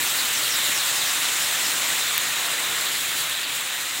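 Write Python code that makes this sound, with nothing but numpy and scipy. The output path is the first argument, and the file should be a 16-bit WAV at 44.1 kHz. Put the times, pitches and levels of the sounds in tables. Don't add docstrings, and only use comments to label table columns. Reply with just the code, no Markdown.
import sys
import numpy as np
from scipy import signal
from scipy.fft import rfft, irfft
from scipy.io import wavfile

SR = 44100
rng = np.random.default_rng(int(sys.argv[2]) if len(sys.argv) > 2 else 0)


def persist_wave(psi):
    counts = np.round(np.clip(psi, -1, 1) * 32767).astype(np.int16)
    wavfile.write(sys.argv[1], SR, np.atleast_2d(counts).T)


N = 176400
TIME, FREQS = np.arange(N) / SR, np.fft.rfftfreq(N, 1 / SR)
TOP_HZ = 15750


def undb(db):
    return 10 ** (np.asarray(db) / 20)


def unit(x):
    return x / np.sqrt(np.mean(x ** 2))


def colour(points):
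    hz, db = np.array(points).T
    return undb(np.interp(np.log(FREQS + 1), np.log(hz), db))


def noise(gain):
    return unit(irfft(rfft(rng.standard_normal(N)) * gain, N))


def wander(rate_hz):
    return noise(np.exp(-np.minimum((FREQS / rate_hz) ** 2, 20)) - np.exp(-20))


def add(out, start_s, sound):
    i = int(np.clip(start_s * SR, 0, N - 1))
    out[i:i + len(sound)] += sound[:N - i]


REGISTER_HZ = {"body": 1100, "burn": 3830, "sizzle": 5700, "air": 12000}
# time in seconds, then body, burn, sizzle and air levels in dB.
FLAME_LEVELS = [(0, -2.5, 0.9, 0.6, 4.3), (1.0, -1.5, 0.5, 3, 2.5), (1.9, -1.6, 0.6, 3.2, 2.5),
                (2.17, -1.8, 0.55, 1.1, 1), (2.88, -1, 0, -0.5, 0.5), (2.96, -5, -0.2, -1, 2),
                (3.22, -3.5, -1, -2, 1.2), (3.38, -6, -1, -3.5, -3), (3.62, -5, -2, -3, -2),
                (4.0, -6.5, -2.5, -2.5, -1.5)]


def flame_db(register):
    times, *levels = np.array(FLAME_LEVELS).T
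    db = np.interp(TIME, times, levels[list(REGISTER_HZ).index(register)])
    return db - db.mean()


# frequency in Hz, relative level in dB.
JET_SPECTRUM = [(240, -38), (400, -16), (490, -10), (680, -9.5), (1000, -6), (1350, -3), (1600, -3),
                (1820, -0.35), (2200, -2), (2800, -2), (3350, -1), (3650, .5), (4080, -1.1), (4480, -7),
                (5200, -8.5), (6100, -8), (6900, -4), (7500, -2.5), (8500, -6), (10000, -9.3),
                (11500, -11.5), (12700, -13.5), (13700, -9), (15500, -11)]
# frequency in Hz, side minus mid level in dB.
HISS_SIDE = [(400, -22), (750, -19), (1000, -37), (1300, -64), (2400, -82), (3500, -54), (4400, -15.5),
             (5000, -25), (5600, -70), (15000, -73)]
# centre in seconds, half length in seconds, change in dB.
JET_SPUTTERS = [(0.073, 0.051, 0.5), (0.206, 0.012, 0.5), (.31, .02, -1), (0.443, 0.018, 0.5),
                (0.684, 0.016, 3), (1.43, .025, 1.5), (3.194, 0.022, 3.5), (3.462, 0.016, -4),
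                (3.555, .022, 4)]


def gas_jet(level_db=-23.5, bands=26, low_hz=350, sputter_above_hz=6000):
    shape = colour(JET_SPECTRUM) * FREQS ** 4 / (FREQS ** 4 + low_hz ** 4)
    gas_spectrum = rfft(noise(shape))
    levels = np.array([flame_db(register) for register in REGISTER_HZ])
    anchors = np.log(list(REGISTER_HZ.values()))
    centres = np.linspace(20, np.sqrt(TOP_HZ), bands) ** 2
    sputter = sum(db * np.exp(-((TIME - at) / half_s) ** 2 / 2) for at, half_s, db in JET_SPUTTERS)
    flutter = 0.33 * wander(rate_hz=69)
    mid = np.zeros(N)
    for hz, this_band in zip(centres, np.eye(bands)):
        shares = np.array([np.interp(np.log(hz), anchors, row) for row in np.eye(len(anchors))])
        db = shares @ levels
        db += sputter / (1 + (sputter_above_hz / hz) ** 4)
        db += flutter * np.sqrt(hz / REGISTER_HZ["burn"])
        db += 1.16 * wander(rate_hz=23)
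        mid += undb(db) * irfft(gas_spectrum * np.interp(FREQS, centres, this_band), N)
    side_shape = shape * colour(HISS_SIDE)
    side_gain = np.linalg.norm(side_shape) / np.linalg.norm(shape)
    side = noise(side_shape) * side_gain * undb(flame_db("burn"))
    return undb(level_db) * (unit(mid) + np.array([side, -side]))


# frequency in Hz, relative level in dB.
ROAR_SPECTRUM = [(25, -46), (36, -29), (50, -14), (62, -9), (85, -5), (128, 0.5), (160, -0.5), (210, -2),
                 (310, 2.5), (450, -3), (700, -6), (1500, -44)]


def flame_roar(level_db=-47, side_db=-16.5, left_lead_db=0.9, throb_db=1.06):
    mid = noise(colour(ROAR_SPECTRUM))
    side = undb(side_db) * noise(colour(ROAR_SPECTRUM))
    gain = undb(level_db + 1.36 * flame_db("burn") + throb_db * wander(rate_hz=8))
    pan = undb(left_lead_db / 2)
    return gain * np.array([(mid + side) * pan, (mid - side) / pan])


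def grain_burst(hz, decay_cycles=1.6, snap=0.39):
    cycles = np.arange(128) / SR * hz
    ring = np.exp(-cycles / decay_cycles) * np.cos(2 * np.pi * cycles)
    return ring + snap * np.exp(-cycles)


# start in seconds, ring pitch in Hz, strength in dB.
GRAIN_POPS = [(0.777, 6800, -8), (1.4254, 7500, -12), (2.1795, 14500, 2.5), (2.5958, 11000, -12),
              (2.8114, 11500, -8), (2.9508, 11000, -17), (3.297, 10900, -8.5), (3.4323, 10000, -16)]


def crackle(sparks_per_s=210, spark_db=-37.5, spread_db=2.5, low_hz=3000, high_hz=14600):
    out, burn_db = np.zeros(N), flame_db("burn")
    for when, pitch, strength in rng.random((int(sparks_per_s * N / SR), 3)):
        db = spark_db + burn_db[int(when * N)] - spread_db * np.log(1 - strength)
        hz = low_hz * (high_hz / low_hz) ** pitch
        add(out, when * N / SR, undb(db) * grain_burst(hz))
    for start_s, hz, db in GRAIN_POPS:
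        add(out, start_s, undb(db) * grain_burst(hz))
    return signal.sosfilt(signal.butter(2, 1500, "high", fs=SR, output="sos"), out)


# peak in seconds, centre pitch there in Hz, peak level in dB.
RISING_BILLOWS = [(.07, 5900, -33), (0.201, 4170, -28), (.365, 5790, -31), (.45, 4100, -30.5),
                  (.53, 5400, -29.5), (.58, 3460, -31), (.67, 3600, -33), (.74, 2190, -30.5),
                  (.775, 5440, -32), (.81, 3900, -30.5), (.89, 4200, -30.5), (.98, 4880, -32),
                  (1.03, 3830, -28.5), (1.085, 5370, -32), (1.26, 3730, -31), (1.42, 5200, -37.5),
                  (1.66, 5250, -32), (2.87, 4300, -37), (2.97, 4110, -33), (3.215, 4080, -31.5),
                  (3.35, 3900, -37), (3.45, 4300, -36)]


def billows(rise_s=0.022, fall_s=0.025, octaves_per_s=3.8, half_width_hz=540):
    out = np.zeros(N)
    band = 1 / (1 + (FREQS / half_width_hz) ** 4)
    for peak_s, hz, db in RISING_BILLOWS:
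        near = np.abs(TIME - peak_s) < 0.5
        age = TIME[near] - peak_s
        swell = np.exp(-(age / np.where(age < 0, rise_s, fall_s)) ** 2 / 2)
        phase = 2 * np.pi * np.cumsum(hz * 2 ** (-octaves_per_s * age)) / SR
        swish = noise(band)[near] * np.cos(phase) + noise(band)[near] * np.sin(phase)
        out[near] += undb(db) * swell * swish
    return out


def scene():
    return gas_jet() + flame_roar() + billows() + crackle()


def record(dry):
    return signal.sosfilt(signal.ellip(10, .1, 80, TOP_HZ, fs=SR, output="sos"), dry)


dry = scene()
out = record(dry)
persist_wave(out)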